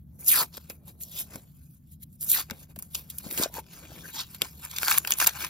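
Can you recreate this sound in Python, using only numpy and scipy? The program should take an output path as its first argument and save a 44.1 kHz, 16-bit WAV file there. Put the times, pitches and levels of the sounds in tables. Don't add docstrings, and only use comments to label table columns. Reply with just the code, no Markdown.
import sys
import numpy as np
from scipy import signal
from scipy.fft import rfft, irfft, next_fast_len
from scipy.io import wavfile
from scipy.ndimage import uniform_filter1d, map_coordinates

SR = 44100
rng = np.random.default_rng(int(sys.argv[2]) if len(sys.argv) > 2 else 0)


def int16_out(signal):
    q = np.round(np.clip(np.atleast_2d(signal).T, -1, 1) * 32767)
    wavfile.write(sys.argv[1], SR, q.astype(np.int16))


N = 242285

# (start [s], rise [s], length [s], fall [s], fibre crackle [dB],
#   flap tone at start [Hz], at end [Hz], tone re fibres [dB])
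TEARS = [(0.283, 0.032, 0.15, 0.034, -18, 5670, 950, -10),
         (2.3, 0.037, 0.11, 0.039, -22, 6740, 1290, -13.5)]
# ([dB], [dB], [dB], [dB])
TEAR_START_DB = (-16.5, -30, -46.5, -10.5)
# ([dB], [dB], [dB], [dB])
TEAR_LOOSE_DB = (0.5, -4, -23, -2)
LOOSE_AT_SHARE = (0.71, 0.83, 1.0, 0.46)
# (time [s], rise [s], hold [s], fall [s], fibre crackle [dB],
#   flap re fibres [dB], sheet re fibres [dB], roll-in-palm re fibres [dB])
STROKES = [(0.194, 0.012, 0.083, 0.056, -46, -24, -16, -21),
           (0.54, 0.019, 0.042, 0.0098, -52.5, 5.5, -5, -9.5),
           (0.703, 0.018, 0, 0.058, -40.5, -10, -2, -13),
           (0.883, 0.048, 0.0069, 0.052, -46.5, -5.5, -8.5, -22),
           (1.015, 0.026, 0.003, 0.075, -35, -20.5, -43, -41),
           (1.18, 0.14, 0.033, 0.051, -33, -3, -14.5, -27), (1.356, 0.14, 0, 0.093, -49, 0.5, 5, -4.5),
           (1.929, 0.12, 0.0037, 0.054, -55.5, -9, -33, -33),
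           (2.026, 0.03, 0.012, 0.0064, -45, -9, -24.5, -49.5),
           (2.127, 0.1, 0.034, 0.013, -60.5, -17, -28.5, -33.5),
           (2.214, 0.024, 0.095, 0.056, -35.5, -28.5, -21, -30.5),
           (2.504, 0.028, 0.0093, 0.088, -55, -11, 10.5, 6.5),
           (2.633, 0.33, 0, 0.041, -52, -0.5, -3.5, -11.5), (2.7, 0.05, 0.022, 0.017, -63, -0.5, 7, -2),
           (2.794, 0.071, 0.069, 0.087, -58.5, -10.5, -15, -10.5),
           (2.963, 0.075, 0.024, 0.064, -38.5, -4, -12.5, -20),
           (3.185, 0.059, 0.0029, 0.011, -44, -26, -44, -60), (3.243, 0.021, 0.04, 0.1, -54.5, -1, -6, 1.5),
           (3.306, 0.015, 0.048, 0.043, -37.5, -10, -9.5, -20),
           (3.383, 0.036, 0.047, 0.063, -31.5, 1, 0.5, -11.5),
           (3.552, 0.04, 0.047, 0.019, -41.5, 0, 2.5, -10),
           (3.738, 0.038, 0.00041, 0.11, -46.5, 0, 1.2, -25),
           (4.145, 0.029, 0.017, 0.073, -43, -1, -4, -17), (4.2, 0.097, 0.014, 0.05, -47, 15, 11, -18),
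           (4.355, 0.22, 0, 0.05, -51, 1, 1.5, -23), (4.42, 0.018, 0.0018, 0.035, -42.5, -1, 7, 0),
           (4.653, 0.11, 0.0074, 0.029, -47.5, 2, 3.5, -47),
           (4.893, 0.22, 0.088, 0.027, -27.5, -2, -1, -35),
           (5.12, 0.15, 0.0075, 0.033, -33.5, -1.5, 0, -24),
           (5.208, 0.063, 0.036, 0.032, -26, -0.5, -0.5, -29.5),
           (5.271, 0.02, 0.0082, 0.052, -38, 7.5, 11.5, -20), (5.438, 0.26, 0, 0.11, -35.5, 2, 6, -21)]
# (time [s], fibre crackle [dB], flap re fibres [dB], palm re fibres [dB])
HANDLING = [(0, -100, -15, 5), (.16, -64, -21, -4.5), (.65, -61.5, 1.5, -9.5), (0.971, -85, -29, 17.5),
            (1.42, -65.5, -3.5, -8.5), (1.77, -62, -13.5, -26.5), (1.812, -86, -5.5, -22),
            (2.899, -82.5, -5.5, -21.5), (3.03, -62.5, -2, -9.5), (3.27, -48.5, 0.5, -21),
            (3.5, -63, -2, -4), (3.66, -67.5, 4, 2), (3.78, -59, 6.5, -1), (4.103, -47.5, 0, -9.5),
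            (4.125, -65, -18, -16), (4.39, -65, 3, -1), (4.44, -48.5, 3.5, -19), (4.6, -65, -3.5, -0.5),
            (4.72, -52, 2.5, -19), (5.02, -64.5, 4, 1.5), (5.49, -68, -10, -2)]
# (time [s], rise [s], fall [s], level [dB], tone [Hz], width [re tone])
SHORT_TONES = [(.41, 0.075, 0.056, -42.5, 400, 0.18), (.882, 0.027, .025, -56.5, 920, 0.17),
               (1.185, 0.067, .04, -44, 3420, 0.086), (3.585, 0.064, 0.032, -34.5, 940, 0.051),
               (4.052, 0.024, 0.028, -40, 1640, 0.059), (4.094, .015, 0.025, -45, 1580, 0.097),
               (4.169, 0.05, 0.028, -42.5, 940, 0.032), (4.201, 0.1, 0.063, -35.5, 3880, 0.19)]
# (time [s], level [dB], flap re level [dB], sheet re level [dB],
#   spray t60 [s])
SNAPS = [(0.246, -18, -41, -30, 0.0071), (0.2753, -20, -25, -19, 0.014), (.284, -23, -15, -36, .006),
         (0.3734, -22, -15, -28, .006), (0.57, -20, -13, -15, 0.03), (0.579, -38.5, -8, 6, 0.0058),
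         (0.6986, -24.5, -7, -65, 0.045), (1.01, -32, -6, -55, 0.02), (1.0347, -16, -54, -54, 0.02),
         (1.358, -23.5, -6, -5.5, 0.0064), (2.031, -33, -32, -48, 0.026), (2.21, -16.5, -31, -46, 0.015),
         (2.229, -10.5, -25, -61, 0.005), (2.2373, -12, -27, -54, 0.0051), (2.246, -18, -36, -45, 0.005),
         (2.3012, -16, -33, -48, 0.012), (2.309, -11, -40, -49, 0.0054), (2.3166, 0, -49, -48, 0.014),
         (2.366, -27, -28, -35, 0.0091), (2.397, -11, -16, -37, .006), (2.4128, -18, -13, -19, 0.014),
         (2.426, -27, -4.5, -17, .008), (2.4994, -29.5, -4.5, 4, 0.014), (2.5091, -20.5, -4, -3.5, 0.017),
         (2.7607, -25.5, -12.5, -11.5, 0.033), (2.789, -18.5, -22, -22, 0.045),
         (2.824, -22, -49, -23, 0.051), (2.9476, -14, -7.5, -22, 0.048), (2.9519, -24.5, 9.5, -2.5, 0.013),
         (3.1005, -20, -12, -33, 0.075), (3.1843, -10.5, -22, -46, 0.022), (3.311, -15, -15, -45, 0.031),
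         (3.376, -15, -7, -48, 0.032), (3.396, -13, -29, -15, 0.015), (3.424, -11, -29, -25, 0.015),
         (3.435, -18, 4, 0, 0.07), (3.541, -16.5, -44, -20, 0.0065), (4.347, -22.5, -10.5, -12, 0.033),
         (4.412, -29, -4, 1, 0.0093), (4.419, -2.5, -9, -15, 0.005), (4.447, -29, -1.5, 6.5, 0.015),
         (4.6506, -18.5, -17, -44, 0.031), (4.713, -28, -0.5, -35, 0.016), (4.763, -23.5, 0.5, -27, 0.046),
         (4.785, -14, 2.5, -47, 0.0053), (4.832, -12, -3.5, 5.5, 0.0039), (4.8477, -16, -4, -15, 0.012),
         (4.8755, -15, -16, 1, 0.0099), (4.8817, -7.5, -5, -2.5, 0.027), (4.912, -5, -9, -6, 0.02),
         (4.9162, -9.5, -6.5, 0, 0.012), (4.924, -11.5, -0.5, -8, .008), (4.9418, -18.5, 0, 3.5, 0.012),
         (4.974, -30, -4, -13, .008), (4.9774, -9, -2.5, -1, 0.012), (4.9832, 1.5, -47, -34, 0.0082),
         (5.049, -20.5, -1.5, 8, 0.0047), (5.0738, -9, -7.5, -8, 0.027), (5.107, -3.5, -11, -11.5, 0.0049),
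         (5.115, -8, -16, -32, 0.0048), (5.121, -7.5, -0.5, -30, 0.006), (5.1375, -21, 3, -41, 0.0057),
         (5.1865, -10, -16, -16, 0.0081), (5.201, -7.5, -3, -3.5, 0.024), (5.213, -7.5, -8.5, -5, 0.042),
         (5.2449, -8.5, -18, -8, 0.0094), (5.263, -6, -12, -12, 0.0074), (5.2694, 0, -14, -21, 0.0036),
         (5.2715, -3, 1, -10, 0.005), (5.2733, -4, -20, -23, 0.0051), (5.2743, 6.5, -20, -23, 0.0044),
         (5.2937, -14, -6, -16, 0.0054), (5.4469, -14, -6, 0, 0.016)]
# (time [s], level [dB], pitch [Hz])
POPS = [(.3155, -14, 3500), (.701, -27, 2220), (2.511, -23, 1560), (3.378, -12, 2750), (3.398, -13, 5000),
        (3.4365, -4, 5200), (4.4186, -3.5, 2700), (4.419, -6, 3600), (4.456, -29, 950),
        (4.8308, -8.5, 1450), (4.868, -17.5, 1520), (4.8835, -12, 1140), (4.9135, -11, 1310),
        (4.942, -26, 1510), (4.9778, -12.5, 1080), (5.0755, -18, 5000), (5.1225, -7, 3000),
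        (5.214, -20, 1290), (5.278, -15.5, 920)]
# (time [s], level [dB], pitch [Hz])
BUMPS = [(0.577, -33.5, 510), (0.701, -30.5, 504), (1.355, -34.5, 176), (1.358, -31, 538),
         (2.516, -31, 218), (2.765, -37, 600), (2.777, -38.5, 209), (3.264, -30.5, 214), (3.322, -33, 336),
         (3.398, -22, 307), (3.413, -20.5, 570), (3.459, -16, 604), (3.498, -41, 600), (3.583, -24, 530),
         (3.918, -33.5, 645), (4.4185, -26.5, 454), (4.4195, -33.5, 160), (5.272, -17, 785)]
# (centre [Hz], width [Hz], relative level [dB])
FIBRE_MODES = [(7190, 1400, -6.5), (7900, 7700, -11), (10090, 1260, 4.5), (12670, 3760, -1.5)]
# (centre [Hz], width [Hz], relative level [dB])
FLAP_MODES = [(2560, 340, -11.5), (3720, 3440, 3.5), (5130, 3000, 2.5), (7470, 3300, 7.5)]
# (centre [Hz], width [Hz], relative level [dB])
SHEET_MODES = [(1060, 720, -3), (1526, 540, -1.5), (2395, 920, -2)]
# (centre [Hz], width [Hz], relative level [dB])
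PALM_MODES = [(290, 240, 3), (557, 510, -3)]
# (frequency [Hz], lead [rad])
PORT_LEAD = [(0, 0), (860, .1), (1900, .7), (2400, .6), (2950, 1.9), (3900, .7), (5340, 0), (5850, -1.6),
             (6800, -1.6), (7600, -2.9), (9700, -3.3), (10700, -4), (12000, -5.8), (14000, -6.3)]
# (frequency [Hz], level [dB])
PORT_LEAN = [(60, 1), (270, 4), (740, 5), (1220, 3.5), (2000, 5.5), (3330, 5.5), (5500, 1.5), (9000, 0)]
# (frequency [Hz], level [dB])
SCATTER = [(300, -13), (1200, -12), (2500, -5), (5000, -5.5), (9000, -11), (15000, -12)]
# (frequency [Hz], t60 [s])
ROOM_T60 = [(200, 0.12), (2000, 0.013), (12000, 0.24)]
# (frequency [Hz], relative level per Hz [dB])
HISS_SPECTRUM = [(300, -63), (600, -25), (1500, -11.5), (3000, -13.5), (7000, -17.5), (10000, -6),
                 (13000, -4)]
# (frequency [Hz], relative level per Hz [dB])
RUMBLE_SPECTRUM = [(20, -39), (38, -7.5), (45, -19.5), (56, -9.5), (75, -1.5), (88, -11), (104, -12.5),
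                   (154, -6), (280, -22.5), (380, -37), (1500, -58), (1950, -76), (3300, -120)]
# (frequency [Hz], left-right likeness [0-1])
RUMBLE_ALIKE = [(60, 0.97), (200, 0.93), (450, 0.11), (750, .1)]

TEAR_SAG_DB = 11.5
HANDLING_SHEET_DB = -0.5
EDGE_DB = 30
LEAD_IN_S, SWELL_DB = .006, 35
RUMBLE_DB = -51.5
TOP_HZ = 15800


def strokes(fibre, flap, sheet):
    tear = grains(per_s=4300, spread_db=1.0, clump_db=2.0, hiss=0.57)
    drag = grains(per_s=1300, spread_db=3.5, clump_db=3.0, hiss=0.7)
    edge = fibre * amp(-0.5) * ringing(tear, FIBRE_MODES)
    loose = flap * amp(-1.0) * ringing(0.58 * tear + 0.5 * drag, FLAP_MODES)
    whole = sheet * amp(-9.5) * ringing(drag, SHEET_MODES)
    return edge + loose + whole


def grains(per_s, spread_db, clump_db, hiss):
    struck = rng.random(N) < per_s / SR
    force = amp(spread_db * np.minimum(rng.exponential(size=N), 3))
    breaks = struck * rng.standard_normal(N) * force
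    clumps = amp(clump_db * wobble(120))
    return unit(clumps * (unit(breaks) + hiss * rng.standard_normal(N)))


def effort():
    t = np.arange(0, N + 32, 32) / SR
    knot_s, *cols = np.transpose(HANDLING)
    db, flap_db, palm_db = [np.interp(t, knot_s, c) for c in cols]
    gain = amp(db + np.array([0 * t, flap_db, flap_db + HANDLING_SHEET_DB, palm_db]))
    for s, rise, hold, fall, db, *rel_db in STROKES:
        level_db = db + envelope(t, s, rise, hold, fall)
        gain = gain + amp(level_db + np.array([0, *rel_db])[:, None])
    for s, rise, length, fall, db, *_ in TEARS:
        done, parts_db = loosening(t, s, length)
        level_db = db - TEAR_SAG_DB * done ** 2.2 + envelope(t, s, rise, length, fall)
        gain = gain + amp(level_db + np.array([0 * t, *parts_db[:3]]))
    return [np.interp(np.arange(N) / SR, t, g) for g in gain]


def envelope(t, s, rise, hold, fall):
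    rise, hold, fall = np.clip([rise, hold, fall], [.003, 0, .003], None)
    before = np.clip(s - t, 0, None) / rise
    after = np.clip(t - s - hold, 0, None) / fall
    return -EDGE_DB * (before + after)


def loosening(t, s, length):
    done = np.clip((t - s) / length, 0, 1)
    parts_db = [start + (loose - start) * np.clip(done / at, 0, 1)
                for start, loose, at in zip(TEAR_START_DB, TEAR_LOOSE_DB, LOOSE_AT_SHARE)]
    return done, parts_db


def drum():
    source = grains(per_s=1300, spread_db=0.5, clump_db=0.7, hiss=0.55)
    hz, t, z = signal.stft(source, SR, nperseg=384)
    rings = []
    for s, rise, fall, db, tone_hz, width in SHORT_TONES:
        rings.append((db + envelope(t, s, rise, 0, fall), tone_hz + 0 * t, width))
    for s, rise, length, fall, db, from_hz, to_hz, tone_db in TEARS:
        done, parts_db = loosening(t, s, length)
        level_db = db + tone_db + parts_db[3] - 5 * done + envelope(t, s, rise, length, 0.88 * fall)
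        glide_hz = to_hz * (from_hz / to_hz) ** ((1 - done) ** 2.1)
        uneven = 1 + 0.1 * wobble(70)[np.minimum(t * SR, N - 1).astype(int)]
        tone_hz = glide_hz * uneven
        rings.append((level_db, tone_hz, .2))
        rings.append((level_db - 9.5, 1.6 * tone_hz, .25))
    gain = 0
    for level_db, centre_hz, width in rings:
        shape = 1 / (1 + ((hz[:, None] - centre_hz) / (width * centre_hz)) ** 2)
        gain = gain + shape * amp(level_db) / np.sqrt(np.mean(shape ** 2, axis=0))
    return signal.istft(z * gain, SR, nperseg=384)[1][:N]


def snaps():
    t = np.arange(SR // 20) / SR - LEAD_IN_S
    after = np.clip(t, 0, None)
    swell = 0.17 * amp(SWELL_DB * t / LEAD_IN_S)
    click = 2.06 * amp(-60 * after / 0.0024)
    onset = 1.2 - np.exp(-after / 0.00037)
    push = np.zeros((3, N + len(t)))
    for s, db, flap_db, sheet_db, t60 in SNAPS:
        burst = rng.standard_normal(len(t))
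        burst = np.sign(burst) * (0.13 + .5 * np.abs(burst))
        first = round((s - LEAD_IN_S) * SR)
        for part, rel_db, longer in zip(push, (-4, flap_db + 1.5, sheet_db - 4), (.8, 1.1, 1.4)):
            spray = .5 * amp(-60 * after / (longer * np.clip(t60, .003, .06)))
            shape = np.where(t < 0, swell, (click + spray) * onset)
            part[first:][:len(t)] += amp(db + rel_db) * burst * shape
    return sum(ringing(part[:N], modes)
               for part, modes in zip(push, (FIBRE_MODES, FLAP_MODES, SHEET_MODES)))


def knocks(rows, cycles, attack_s, low_hz):
    out, t = np.zeros(N + SR), np.arange(SR // 10) / SR
    for s, db, hz in rows:
        window = np.hanning(round(.6 * SR / hz))
        puff = unit(np.convolve(rng.standard_normal(len(t)), window, "same"))
        push = np.sin(2 * np.pi * hz * t) + 0.23 * puff
        decay = amp(db - 60 * t * hz / cycles)
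        out[round(s * SR):][:len(t)] += decay * push * (1 - np.exp(-t / attack_s))
    return filtered(out[:N], lambda f: 1j * f / (low_hz + 1j * f))


def grip(level):
    return level * ringing(grains(per_s=1200, spread_db=2.0, clump_db=2.2, hiss=1.2), PALM_MODES)


def bending(x, depth_db):
    z = signal.stft(x, nperseg=128)[2]
    field = uniform_filter1d(rng.standard_normal(z.shape), size=2, axis=0)
    field = uniform_filter1d(field, size=30, axis=1)
    return signal.istft(z * amp(depth_db * unit(field)), nperseg=128)[1][:N]


def ports(x):
    def half(hz):
        return amp(along(PORT_LEAN, hz) / 2) * np.exp(.5j * along(PORT_LEAD, hz))
    return filtered(x, lambda hz: np.array([half(hz), 1 / half(hz)]))


def tails(x, t60, colour, size):
    out = np.zeros((2, N + SR))
    for i in range(0, N, size):
        hz, t, z = signal.stft(rng.standard_normal((2, size)), SR, nperseg=64)
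        decay = amp(-60 * t / along(t60, hz)[:, None])
        tail = signal.istft(z * decay, SR, nperseg=64)[1]
        wet = signal.fftconvolve(x[None, i:i + size], tail / np.linalg.norm(tail[0]), axes=1)
        out[:, i:i + wet.shape[1]] += wet
    return filtered(out[:, :N], lambda hz: amp(along(colour, hz)))


def hiss():
    noise = filtered(rng.standard_normal(N), lambda hz: amp(along(HISS_SPECTRUM, hz)))
    return amp(-75.5 + 1.4 * wobble(19)) * unit(noise)


def rumble():
    def response(hz):
        turn = np.arccos(np.clip(along(RUMBLE_ALIKE, hz), -1, 1)) / 2
        return amp(along(RUMBLE_SPECTRUM, hz)) * [np.cos(turn), np.sin(turn)]
    mid, side = filtered(rng.standard_normal((2, N)), response)
    level_db = RUMBLE_DB + 0.23 * wobble(1) + .9 * wobble(6.3) + [[.5], [-.4]]
    return amp(level_db) * unit(np.array([mid + side, mid - side]))


def amp(db):
    return 10 ** (np.asarray(db) / 20)


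def unit(x):
    return x / np.sqrt(np.mean(x ** 2) + 1e-20)


def along(points, hz):
    f, v = np.transpose(points)
    return np.interp(np.log(hz + 1), np.log(f + 1), v)


def wobble(rate):
    return map_coordinates(rng.standard_normal(int(N * rate / SR) + 4), [np.arange(N) * rate / SR])


def filtered(x, response):
    m = next_fast_len(N + SR // 2)
    return irfft(rfft(x, m) * response(np.fft.rfftfreq(m, 1 / SR)), m)[..., :N]


def ringing(x, modes):
    f = np.fft.rfftfreq(4096, 1 / SR)
    power = sum(amp(2 * db) * ((f * w) ** 2 / ((c * c - f * f) ** 2 + (f * w) ** 2)) ** 2
                for c, w, db in modes)
    cepstrum = irfft(np.log(power / np.mean(power) + 1e-9) / 2)
    cepstrum[1:2048] *= 2
    cepstrum[2049:] = 0
    return signal.fftconvolve(x, irfft(np.exp(rfft(cepstrum))))[:N]


def scene():
    fibre, flap, sheet, palm = effort()
    bumps = amp(4.5) * knocks(BUMPS, cycles=6.16, attack_s=0.00091, low_hz=60)
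    pops = knocks(POPS, cycles=11.3, attack_s=0.00058, low_hz=600)
    blows = snaps() + bumps + pops
    drifting = bending(strokes(fibre, flap, sheet) + hiss(), depth_db=3.0)
    close = drifting + drum() + grip(palm) + blows
    hands = tails(close, [(1000, 0.02)], SCATTER, size=SR // 24)
    room = tails(close, ROOM_T60, [(300, -8), (3000, -5.5), (12000, -50.0)], size=SR // 4)
    return ports(close) + hands + room + rumble()


def record(dry):
    rounded = dry / (1 + np.abs(dry / .85) ** 4) ** (1 / 4)

    def band(hz):
        treble = 1 / (1 + (hz / TOP_HZ) ** 120) * (hz < 16800)
        return treble / (1 + (38 / (hz + 1)) ** 6)
    return filtered(rounded, band)


dry = scene()
out = record(dry)
int16_out(out)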